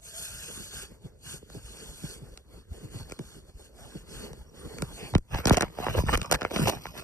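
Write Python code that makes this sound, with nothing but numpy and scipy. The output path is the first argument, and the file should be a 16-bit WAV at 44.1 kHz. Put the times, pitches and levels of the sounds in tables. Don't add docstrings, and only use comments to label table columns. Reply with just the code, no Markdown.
import sys
import numpy as np
from scipy import signal
from scipy.fft import rfft, irfft
from scipy.io import wavfile
from scipy.ndimage import uniform_filter1d

SR = 44100
rng = np.random.default_rng(int(sys.argv[2]) if len(sys.argv) > 2 else 0)


def materialize(psi):
    bounded = np.clip(np.atleast_2d(psi).T, -1, 1)
    quanta = np.round(bounded * 32767).astype(np.int16)
    wavfile.write(sys.argv[1], SR, quanta)


N = 310057
HZ, TIME = np.fft.rfftfreq(N, 1 / SR), np.arange(N) / SR


def amp(db):
    return 10 ** (np.asarray(db) / 20)


def unit_rms(x):
    return x / np.sqrt(np.mean(x ** 2) + 1e-20)


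def eq_db(curve, hz):
    freq_hz, gain_db = np.transpose(curve)
    return np.interp(np.log(hz + 1), np.log(freq_hz + 1), gain_db)


def place(mix, start_s, sound):
    part = mix[:, max(round(start_s * SR), 0):][:, :sound.shape[-1]]
    part += sound[..., :part.shape[1]]


def wander(rate_hz):
    return unit_rms(irfft(rfft(rng.standard_normal(N)) * np.exp(-(HZ / rate_hz) ** 2), N))


def swell(t, length_s, attack_s, release_s, arch_db=0):
    arch = amp(-arch_db * np.clip(2 * t / length_s - 1, -1, 1) ** 2)
    return arch * (1 + np.tanh(t / attack_s)) * (1 + np.tanh((length_s - t) / release_s)) / 4


def dispersion(hz, lag_cycles=1.5):
    return np.exp(-2j * np.pi * lag_cycles * np.log(hz + 20))


def resonance(hz, centre_hz, lift_db, q):
    return 1 + (amp(lift_db) - 1) / (1 + 1j * q * (hz / centre_hz - centre_hz / (hz + 1)))


def pitched_noise(pitch_hz, width_hz, size):
    offset_hz = np.fft.fftfreq(size, 1 / SR)
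    white = rng.standard_normal(size) + 1j * rng.standard_normal(size)
    band = np.fft.ifft(np.fft.fft(white) * np.exp(-(offset_hz / width_hz) ** 2))
    carrier = np.exp(2j * np.pi * np.cumsum(pitch_hz * np.ones(size)) / SR)
    return unit_rms((band * carrier).real)


def shifting_contact(x, patchy_db, size=512):
    frames = dict(nperseg=size, noverlap=size * 3 // 4)
    spectra = signal.stft(x, **frames)[2]
    patches = uniform_filter1d(rng.standard_normal(spectra.shape[1:]), size=5, axis=0)
    patches = uniform_filter1d(patches, size=16, axis=1)
    return signal.istft(spectra * amp(patchy_db * unit_rms(patches)), **frames)[1][:, :N]


def friction(eq, slips_per_s, spread_db, slide, flutter_db, flutter_hz, stereo, patchy_db):
    strength = amp(spread_db * np.minimum(rng.exponential(1, (3, N)), 3))
    slips = rng.choice([-1, 1], (3, N)) * strength * (rng.random((3, N)) < slips_per_s / SR)
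    drive = unit_rms(slips) + slide * rng.standard_normal((3, N))
    drive *= amp(flutter_db * np.tanh(wander(flutter_hz)))
    ports = drive[0] + stereo * drive[1:]
    coloured = irfft(rfft(ports) * amp(eq_db(eq, HZ)) * dispersion(HZ), N)
    return unit_rms(shifting_contact(coloured, patchy_db))


# freq_hz, gain_db
ROOM_EQ = [(20, 4), (55, 35.5), (150, 20), (450, -8), (1000, -25), (3000, -44), (6000, -57), (13000, -36)]


def room_tone(level_db=-58.5, stereo=0.24):
    noise = rng.standard_normal((3, N))
    ports = noise[0] + stereo * noise[1:]
    return amp(level_db) * unit_rms(irfft(rfft(ports) * amp(eq_db(ROOM_EQ, HZ)), N))


# time_s, pitch_hz, level_db
HUM_GLIDE = [(0, 661, -74), (.1, 655, -61), (.2, 660, -56), (.3, 632, -62), (.55, 604, -73), (.7, 598, -67),
             (.9, 600, -100)]


def airy_hum(width_hz=45):
    time_s, pitch_hz, level_db = np.transpose(HUM_GLIDE)
    tone = pitched_noise(np.interp(TIME, time_s, pitch_hz), width_hz, N)
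    return amp(np.interp(TIME, time_s, level_db)) * tone


# start_s, length_s, level_db, pitch_hz, width_hz
COAT_PRESSES = [(0.16, 0.2, -60, 1620, 260), (0.75, 0.11, -56, 1560, 240), (1.27, 0.1, -60, 1520, 300),
                (3.78, 0.09, -55, 650, 220), (4.12, 0.16, -58, 1100, 700), (4.13, 0.15, -57, 2900, 700),
                (4.98, 0.11, -48, 2700, 900), (4.97, 0.13, -50, 620, 450)]
# start_s, length_s, level_db, pitch_hz
WHISKER_SQUEAKS = [(4.466, 0.012, -62, 5690), (4.488, 0.014, -63, 5680), (4.595, 0.02, -56, 9500)]


def hair_stick_slip(size=16384, lead_s=0.06, press_edge_s=0.025, squeak_edge_s=0.004, squeak_hz=190):
    out, t = np.zeros((2, N)), np.arange(size) / SR - lead_s
    presses = [(*row, press_edge_s) for row in COAT_PRESSES]
    squeaks = [(*row, squeak_hz, squeak_edge_s) for row in WHISKER_SQUEAKS]
    for start_s, length_s, level_db, pitch_hz, width_hz, edge_s in presses + squeaks:
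        envelope = amp(level_db) * swell(t, length_s, edge_s, edge_s)
        place(out, start_s - lead_s, envelope * pitched_noise(pitch_hz, width_hz, size))
    return out


# freq_hz, gain_db
RUB_EQ = [(20, -21), (45, 10), (90, -2), (150, 3), (280, -3.5), (440, 1.5), (700, -12.5), (1400, -17.5),
          (2200, -22.5), (4000, -63), (13000, -27)]
SWISH_EQ = [(200, -23), (650, -3.5), (1200, -5), (2000, -6), (2900, 8), (3500, 9), (4500, -8.5),
            (5600, 4.5), (6500, -10), (8000, 3.5), (13000, -31)]
HAIR_TIP_EQ = [(2000, -99), (5000, -9.5), (6500, 11), (8500, 7), (9700, 7.5), (10700, 4), (12000, 3),
               (13000, -8)]
RUMBLE_EQ = [(15, -24.5), (30, -15), (55, 2), (100, -2), (170, -2), (300, -22), (800, -72), (3000, -82)]
# pitch_hz, width_hz, lift_db
CASE_HOLLOWS = [(890, 49, 4), (1552, 460, 12.5), (4477, 610, 20.5)]
# start_s, length_s, brush_db, pressure_db
CHEEK_STROKES = [(0.04, 0.077, -50.5, -26), (0.145, 0.15, -43.5, -25), (0.296, 0.39, -47, -11.5),
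                 (0.719, 0.13, -45.5, -4), (0.856, 0.11, -69.5, 11), (1.039, 0.036, -62.5, 9),
                 (1.249, 0.12, -46, -9), (1.404, 0.063, -69.5, -4), (1.497, 0.11, -57.5, 4),
                 (1.635, 0.37, -53.5, -2), (2.007, 0.16, -49.5, -1), (2.179, 0.22, -68.5, 8.5),
                 (2.51, 0.11, -67, 11), (2.721, 0.083, -60, 7.5), (2.809, 0.067, -61.5, 11),
                 (2.916, 0.12, -54.5, 6), (3.067, 0.095, -60, 7), (3.194, 0.21, -59.5, 1.5),
                 (3.474, 0.023, -62.5, 8.5), (3.578, 0.1, -60.5, 1.5), (3.762, 0.26, -59.5, 7),
                 (4.086, 0.19, -52.5, 6), (4.285, 0.15, -68, 15.5), (4.468, 0.025, -74, 21),
                 (4.552, 0.36, -59, 12), (4.913, 0.22, -53.5, 2)]


def cheek_strokes(flatten=0.098):
    rub_gain, swish_gain, tips_gain = amp([-66, -78, -78])
    for start_s, length_s, brush_db, pressure_db in CHEEK_STROKES:
        envelope = swell(TIME - start_s, length_s, attack_s=0.029, release_s=0.026, arch_db=1.5)
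        gain = amp(brush_db) * envelope
        rub_gain += gain * amp(pressure_db)
        swish_gain += gain * amp(flatten * pressure_db)
        tips_gain += gain * amp(-flatten * pressure_db)
    rub = friction(RUB_EQ, slips_per_s=900, spread_db=1, slide=0.53,
                   flutter_db=3.5, flutter_hz=40, stereo=0.64, patchy_db=3)
    swish = friction(SWISH_EQ, slips_per_s=4000, spread_db=1.5, slide=0.57,
                     flutter_db=0.5, flutter_hz=70, stereo=0.0053, patchy_db=3)
    tips = friction(HAIR_TIP_EQ, slips_per_s=4600, spread_db=5.5, slide=1,
                    flutter_db=2, flutter_hz=75, stereo=0.92, patchy_db=2)
    rumble = friction(RUMBLE_EQ, slips_per_s=470, spread_db=0.5, slide=1,
                      flutter_db=8.5, flutter_hz=42, stereo=0.14, patchy_db=3)
    hollows_db = sum(db / (1 + (2 * (HZ - hz) / width) ** 2) for hz, width, db in CASE_HOLLOWS)
    ringing = unit_rms(irfft(rfft(swish) * amp(hollows_db), N))
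    coat = ringing + amp(-10.5) * rumble
    return amp(3) * rub_gain * rub + amp(2) * swish_gain * coat + amp(1.5) * tips_gain * tips


# centre_s, level_db,
# pitch_hz, half_length_s
MUZZLE_NUDGES = [(0.33, -43.5, 58.4, 0.027), (1.059, -34, 144, 0.012), (1.568, -34, 141, 0.015),
                 (1.65, -41.5, 55, 0.02), (1.899, -38.5, 52, 0.014), (2.05, -33.5, 150, 0.016),
                 (2.232, -36.5, 139, 0.015), (2.329, -40, 49.3, 0.018), (2.553, -42.5, 54.6, 0.015),
                 (2.72, -29.5, 63.4, 0.013), (2.849, -35, 138, 0.02), (2.963, -32, 126, 0.016),
                 (3.012, -37, 121, 0.015), (3.034, -37, 55, 0.017), (3.209, -32.5, 154, 0.017),
                 (3.442, -45.5, 54.5, 0.014), (3.565, -39, 50.6, 0.017), (3.964, -35.5, 161, 0.015),
                 (4.418, -39, 52, 0.013), (4.669, -37.5, 49.2, 0.017), (4.832, -29.5, 159, 0.014),
                 (4.893, -42, 59.6, 0.028), (5.143, -23.5, 110, 0.011), (5.168, -15, 55, 0.013),
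                 (5.994, -19.5, 75.5, 0.024), (6.102, -28, 62.7, 0.024), (6.154, -19.5, 55.7, 0.024),
                 (6.544, -30.5, 350, 0.014), (6.606, -22.5, 193, 0.012), (6.624, -18, 165, 0.014)]


def muzzle_nudges(sag_s=0.0447, rough=0.28, rebound_s=0.053, rebound_db=-48.5, rebound_hz=50.6):
    out, t = np.zeros((2, N)), np.arange(-SR // 20, SR // 20) / SR
    hz = np.fft.rfftfreq(len(t), 1 / SR)
    rebounds = [(s + rebound_s, rebound_db, rebound_hz, half_s) for s, _, _, half_s in MUZZLE_NUDGES]
    for centre_s, level_db, pitch_hz, half_length_s in MUZZLE_NUDGES + rebounds:
        cycles = pitch_hz * sag_s * (1 - np.exp(-t / sag_s)) + rng.random()
        band = hz / pitch_hz / (1 + (hz / (2.12 * pitch_hz)) ** 4)
        squash = unit_rms(irfft(rfft(rng.standard_normal(len(t))) * band, len(t)))
        envelope = amp(level_db) * np.exp(-(t / half_length_s) ** 2)
        place(out, centre_s + t[0], envelope * (np.sin(2 * np.pi * cycles) + rough * squash))
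    return out


# freq_hz, gain_db
TEAR_EQ = [(60, -17), (200, -2), (450, 9.5), (800, 3), (1400, -3), (2000, -4), (3000, -6.5), (5000, -46),
           (13000, -34)]
HISS_EQ = [(800, -75), (2500, -0.5), (4200, -1.5), (6000, -4.5), (8000, -6.5), (10500, -10), (12500, -7),
           (13500, -29)]
# start_s, length_s, rasp_db, hiss_db, pocket_low_hz, pocket_high_hz
FUR_SCRAPES = [(5.471, 0.018, -31, -32.5, 810, 1530), (5.515, 0.04, -37.5, -39, 600, 2300),
               (5.571, 0.015, -29.5, -43, 705, 1610), (5.606, 0.028, -34, -47, 880, 2100),
               (5.969, 0.024, -35, -47, 696, 1560), (6.084, 0.016, -30.5, -54, 900, 1810),
               (6.129, 0.027, -24.5, -37.5, 1490, 3150), (6.321, 0.011, -23, -33, 710, 2750),
               (6.334, 0.026, -31.5, -40.5, 990, 1560), (6.673, 0.013, -28, -30, 700, 2550),
               (6.689, 0.014, -27.5, -28, 440, 980)]


def fur_scrapes(edge_s=0.0018, size=4096, lead_s=0.02):
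    rasp = friction(TEAR_EQ, slips_per_s=800, spread_db=0.5, slide=0.16,
                    flutter_db=5.5, flutter_hz=250, stereo=0.73, patchy_db=1.5)
    hiss = friction(HISS_EQ, slips_per_s=2900, spread_db=8, slide=0.42,
                    flutter_db=3.5, flutter_hz=247, stereo=0.4, patchy_db=2)
    out, hz, t = np.zeros((2, N)), np.fft.rfftfreq(size, 1 / SR), np.arange(size) / SR - lead_s
    for start_s, length_s, rasp_db, hiss_db, low_hz, high_hz in FUR_SCRAPES:
        span = round(start_s * SR) + np.arange(size)
        gate = np.clip(np.minimum(t, length_s - t) / edge_s + 0.5, 0, 1)
        pocket = resonance(hz, low_hz, lift_db=9, q=5) * resonance(hz, high_hz, lift_db=10, q=5)
        hollow_rasp = unit_rms(irfft(rfft(rasp[:, span]) * pocket))
        scrape = amp(rasp_db) * hollow_rasp + amp(hiss_db) * unit_rms(hiss[:, span])
        place(out, start_s - lead_s, gate * scrape)
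    return out


# freq_hz, gain_db
RASP_EQ = [(60, -17), (200, 5.5), (450, 4), (800, -0.5), (1400, -2), (2000, -6.5), (3000, -4.5),
           (5000, -57), (13000, -55)]
# start_s, length_s, rasp_db, fur_db, weight_db, pocket_hz
CHIN_DRAGS = [(5.325, 0.085, -39, -13.5, 9, 960), (5.456, 0.099, -34.5, -26, 1, 1100),
              (5.57, 0.088, -46, -18, -1, 2030), (5.648, 0.09, -64, -34, 23, 400),
              (5.785, 0.21, -42, -12, 3, 700), (5.972, 0.041, -41, -3.5, 2, 664),
              (6.072, 0.086, -40, -5, 9, 1490), (6.172, 0.093, -46, -18, 12.5, 1200),
              (6.308, 0.053, -39.5, -27, 12, 700), (6.42, 0.044, -40.5, -29, -3, 1270),
              (6.537, 0.18, -37.5, -4.5, 2, 453), (6.706, 0.069, -45.5, -6, 8.5, 816),
              (6.82, 0.083, -56.5, -2, 3, 1000), (6.959, 0.052, -42.5, -8.5, 2, 840)]


def chin_grind(landing_s=0.057):
    touching = np.clip((TIME - CHIN_DRAGS[0][0]) / landing_s + 1, 0, 1)
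    rumble_gain, rasp_gain, hiss_gain = (touching * amp(rest_db) for rest_db in (-52, -61, -63))
    for start_s, length_s, rasp_db, fur_db, weight_db, _ in CHIN_DRAGS:
        gain = amp(rasp_db) * swell(TIME - start_s, length_s, attack_s=0.021, release_s=0.02, arch_db=1)
        rumble_gain += gain * amp(weight_db)
        rasp_gain += gain
        hiss_gain += gain * amp(fur_db)
    rumble = friction(RUMBLE_EQ, slips_per_s=440, spread_db=0.5, slide=1,
                      flutter_db=4, flutter_hz=22.7, stereo=0.25, patchy_db=-4.5)
    rasp = friction(RASP_EQ, slips_per_s=280, spread_db=3, slide=0.34,
                    flutter_db=3, flutter_hz=96, stereo=0.78, patchy_db=3.5)
    hiss = friction(HISS_EQ, slips_per_s=1100, spread_db=4.5, slide=1,
                    flutter_db=1.5, flutter_hz=100, stereo=0.13, patchy_db=3)
    rasp = chin_pocket(rasp)
    return amp(-2) * rumble_gain * rumble + amp(2) * rasp_gain * rasp + amp(3) * hiss_gain * hiss


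def chin_pocket(rasp, ring_db=4, q=8.5, drift=0.18, drift_hz=25):
    start_s, length_s, _, _, _, pocket_hz = np.transpose(CHIN_DRAGS)
    pitch_hz = np.interp(TIME, start_s + length_s / 2, pocket_hz) * np.exp(drift * wander(drift_hz))
    carrier = np.exp(2j * np.pi * np.cumsum(pitch_hz) / SR)
    pole = np.exp(-np.pi * np.mean(pocket_hz) / q / SR)
    ringing = 2 * (carrier * signal.lfilter([1 - pole], [1, -pole], rasp / carrier)).real
    return unit_rms(rasp + amp(ring_db) * ringing)


def chin_chatter(max_per_drag=8, per_s=22, over_rasp_db=20, spread_db=4, dull_hz=1990, sharp_hz=9000,
                 weight_db=8, ring_db=11, case_db=2, lag_cycles=1.2):
    rows = []
    for start_s, length_s, rasp_db, _, _, pocket_hz in CHIN_DRAGS:
        for k, (when, force, sharpness) in enumerate(rng.random((max_per_drag, 3))):
            delay_s = (k + when) / per_s
            level_db = rasp_db + over_rasp_db + spread_db * (2 * force - 1)
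            top_hz = dull_hz * (sharp_hz / dull_hz) ** sharpness
            if delay_s < length_s:
                rows.append((start_s + delay_s, level_db, weight_db, top_hz,
                             pocket_hz, ring_db, case_db, lag_cycles))
    return rows


# freq_hz, gain_db
BLOW_EQ = [(110, -1.5), (400, -1), (1500, -12), (7500, -9.5)]
# pitch_hz, width_hz, gain_db
CASE_MODES = [(545, 170, -18.5), (1394, 63, -1), (2300, 210, -5), (7500, 470, -7.5)]
# start_s, level_db, weight_db, top_hz, ring_hz, ring_db, case_db, lag_cycles
HARD_KNOCKS = [(1.4257, -21, 20, 1200, 454, 11.5, -6, 2), (1.5001, -14, 15, 7190, 1570, 9, -2, 1.65),
               (1.547, -9.5, 13, 700, 425, 9, -6, 1.96), (2.033, -11.5, 27.5, 600, 297, 4.5, -9, 2.47),
               (2.3748, -13.5, 8, 9390, 4030, 15.5, 6, 1.6), (3.098, -12, 6, 14100, 2200, 1, 0, 1.04),
               (3.1105, -13, 12, 8200, 2300, 6, 11.5, 1.56), (3.121, -8, 11, 10700, 397, 5, 21, 1.22),
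               (3.1908, -4.5, 13, 8200, 344, 10, -3, 2.2), (3.949, -11.5, 18, 800, 330, 9.5, -6, 2.2),
               (4.3316, -11, 8, 9400, 500, 10, 2, 1.5), (4.7846, -7.5, 11, 10700, 2020, 10, 5, 1.44),
               (4.8215, 5, 10, 11800, 517, 5, 9, 2.2), (5.1373, -2.5, 3.5, 3500, 870, 15, 6, 1.8),
               (5.1509, 14.5, 25, 3900, 2700, 8, 2, 1.9), (5.1633, -0.5, 4, 3000, 1000, 8, 8, 1.42),
               (5.1809, -5, 15, 12300, 9000, 3, -1, 1.75), (5.3465, -1, 11.5, 4780, 1030, 16.5, 4, 1.3),
               (5.385, 0.5, 12.5, 3000, 900, -2, 10, 1.84), (5.4, -4, 9, 2500, 700, -2, 0, 1.8),
               (5.4558, 13, 17.5, 6160, 5200, 8, 6, 1.45), (5.4716, 14.5, 12, 7200, 1410, 2, -4, 1.5),
               (5.482, 1, 2, 9390, 1070, 7, 0, 1.4), (5.4962, 11, 12.5, 12250, 3770, 8.5, 0, 1.34),
               (5.507, 22, 17.5, 1700, 980, 5, -4, 1.96), (5.5266, 5.5, 14, 14000, 3710, 1, 0, 1.7),
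               (5.5326, 6, 8, 8200, 550, 13.5, 0, 1.8), (5.5437, 1.5, 5, 6290, 1900, 16, 0, 1.8),
               (5.5706, 13, 11, 7200, 6200, 7, 6, 1.44), (5.576, 2, 11, 8000, 900, 10, 0, 1.224),
               (5.5823, 1, 5, 8000, 2000, 11, 0, 1.2), (5.609, 11.5, 7, 9100, 1600, 13, -5, 1),
               (5.6222, 11.5, 5, 8150, 1880, 6, 5, 1.18), (5.629, 19.5, 1, 1590, 1290, -1, -7, 1.65),
               (5.6364, -2.5, 17, 3230, 646, 14.5, -5, 1.6), (5.786, -3, 12, 2600, 690, 17, 0, 1.2),
               (5.7998, -13, 27, 3500, 734, 20, 0, 1.35), (5.8663, 18.5, -8, 1930, 990, 4.5, -16, 1.1),
               (5.874, 6, 0, 1660, 1000, 9, 2, 1.3), (5.884, 16, -10, 1400, 900, 4, 0, 0.89),
               (5.9775, -1.5, 20, 4530, 630, 15, -3, 1.19), (5.989, -3, 12, 3500, 594, 16, 8, 0.99),
               (6.035, 0, 27, 694, 420, 1, -6, 1.3), (6.086, 6, -6, 2100, 1700, 16, -9, 1.28),
               (6.092, 8, -12, 2560, 870, 18, -2, 0.98), (6.1332, 4, 12, 4780, 2100, 6, 0, 1.15),
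               (6.1384, 6, 19.5, 4780, 1500, 12.5, 3, 1.26), (6.146, 3, 13, 4050, 1540, 13, 5, 1.1),
               (6.1748, 5.5, 8, 14200, 5000, 3.5, -9, 1.5), (6.2159, 3.5, -6, 7240, 3200, 9, 3, 1.6),
               (6.23, -5, -2, 12000, 3000, 9, -5, 1.2), (6.259, -12, 5, 10000, 5500, 8, 5, 2),
               (6.3133, 14, -10, 14000, 553, 13.5, 0, 0.98), (6.3215, 12.5, -13, 8200, 1430, 9.5, -5, 1.03),
               (6.326, 14, -2, 10800, 660, 14, -10, 1.11), (6.3404, 6.5, -5, 6000, 2100, 7, 7, 0.92),
               (6.3452, 13, -3, 4220, 800, 8, 3, 1), (6.3505, 2.5, 12.5, 7190, 2090, 14.5, 7, 1.08),
               (6.411, 1.5, -10, 5560, 1420, 7, 7, 1.5), (6.4178, 4.5, 9, 4170, 1350, 14.5, -2, 1.37),
               (6.4302, -1, 14, 6290, 1570, 8, -2, 1.5), (6.45, 22, -14.5, 1800, 910, 2.5, -1, 1),
               (6.5084, 2, 0, 3200, 447, 7, 4, 1.9), (6.5132, -4.5, 10, 7190, 550, 18.5, -3, 1.66),
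               (6.5616, 11, 4, 4600, 3080, 8, 8, 1.02), (6.592, -1, 26, 800, 300, 7.5, -6, 1.37),
               (6.672, 6.5, 0, 6900, 850, 16.5, -7, 0.99), (6.6785, 1.5, 1, 10000, 447, 20, -3, 1.17),
               (6.6848, 3, -1, 14000, 430, 19, 0, 1.43), (6.696, 4, 7, 10700, 804, 14, 3, 1.13),
               (6.8556, 7, -12, 2100, 785, 6, 4, 1.08), (6.8668, -12.5, 13, 6000, 1700, 19, 2, 1.55)]


def hard_knocks(attack_s=0.00061, decay_s=0.0012, recatch_s=0.001105, split_hz=2900, weight_hz=370,
                low_cut_hz=42, high_cut_hz=9800, stereo=0.52, size=8192, lead_s=0.014):
    out, hz, t = np.zeros((2, N)), np.fft.rfftfreq(size, 1 / SR), np.arange(size) / SR - lead_s
    lows = 1 / np.sqrt(1 + (hz / split_hz) ** 6)
    band = hz ** 2 / (hz ** 2 + low_cut_hz ** 2) / np.sqrt(1 + (hz / high_cut_hz) ** 4)
    push = lows * np.exp(-2j * np.pi * hz * lead_s)
    modes = sum(amp(db) / (1 + 2j * (hz - pitch) / width) for pitch, width, db in CASE_MODES)
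    blows = HARD_KNOCKS + chin_chatter()
    for start_s, level_db, weight_db, top_hz, ring_hz, ring_db, case_db, lag_cycles in blows:
        grit = rng.standard_normal((3, size)) * np.exp(np.minimum(t / attack_s, -t / decay_s))
        crunch = rfft(unit_rms(grit[0] + stereo * grit[1:])) * np.sqrt((1 - lows ** 2) / size)
        bass_db = weight_db / (1 + (hz / weight_hz) ** 2)
        colour = amp(level_db + eq_db(BLOW_EQ, hz) + bass_db) * band / np.sqrt(1 + (hz / top_hz) ** 6)
        ringing = (1 + amp(case_db) * modes) * resonance(hz, ring_hz, ring_db, q=3)
        recatch = 0.5 * rng.choice([-1, 1])
        delay_s = recatch_s * rng.uniform(0.604, 1.434)
        comb = 1 + recatch * np.exp(-2j * np.pi * hz * delay_s) * hz / (hz + 500)
        blow = (push + crunch) * colour * ringing * comb * dispersion(hz, lag_cycles)
        place(out, start_s - lead_s, irfft(blow))
    return out


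# freq_hz, left_lead_rad
PORT_LEAD = [(0, 0), (60, -.45), (160, -.9), (350, -1), (700, -.65), (1200, 0), (2000, 1.3), (3500, 3),
             (4100, 3.3), (5000, 6.1), (5900, 6.4), (6600, 9), (7700, 9.9), (8400, 12.5), (9400, 12.7),
             (10100, 15.4), (11000, 16), (11700, 18.8), (13500, 18.9)]
# freq_hz, left_minus_right_db
PORT_PAN = [(100, .3), (300, -.9), (650, -3.3), (1300, -1.7), (2500, -.4), (4000, 0)]


def microphone_ports(sound):
    pan = amp(eq_db(PORT_PAN, HZ) / 2)
    lag = np.exp(-1j * np.interp(HZ, *np.transpose(PORT_LEAD)))
    return irfft(rfft(sound) * np.array([pan, lag / pan]), N)


def scene():
    grinding = shifting_contact(chin_grind() + fur_scrapes(), patchy_db=3, size=1024)
    brushing = cheek_strokes() + hair_stick_slip() + airy_hum()
    mix = brushing + amp(0.5) * grinding + amp(-1) * muzzle_nudges() + room_tone() + hard_knocks()
    return microphone_ports(mix)


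def record(dry, ceiling=0.52, cliff_hz=13100, cutoff_hz=15900):
    saturated = dry / (1 + (dry / ceiling) ** 4) ** (1 / 4)
    shelf_db = np.interp(HZ, [cliff_hz, cliff_hz + 600, cutoff_hz], [0, -28, -42])
    band_limit = np.clip((cutoff_hz - HZ) / 200, 0, 1)
    return irfft(rfft(saturated) * amp(shelf_db) * band_limit, N)


dry = scene()
out = record(dry)
materialize(out)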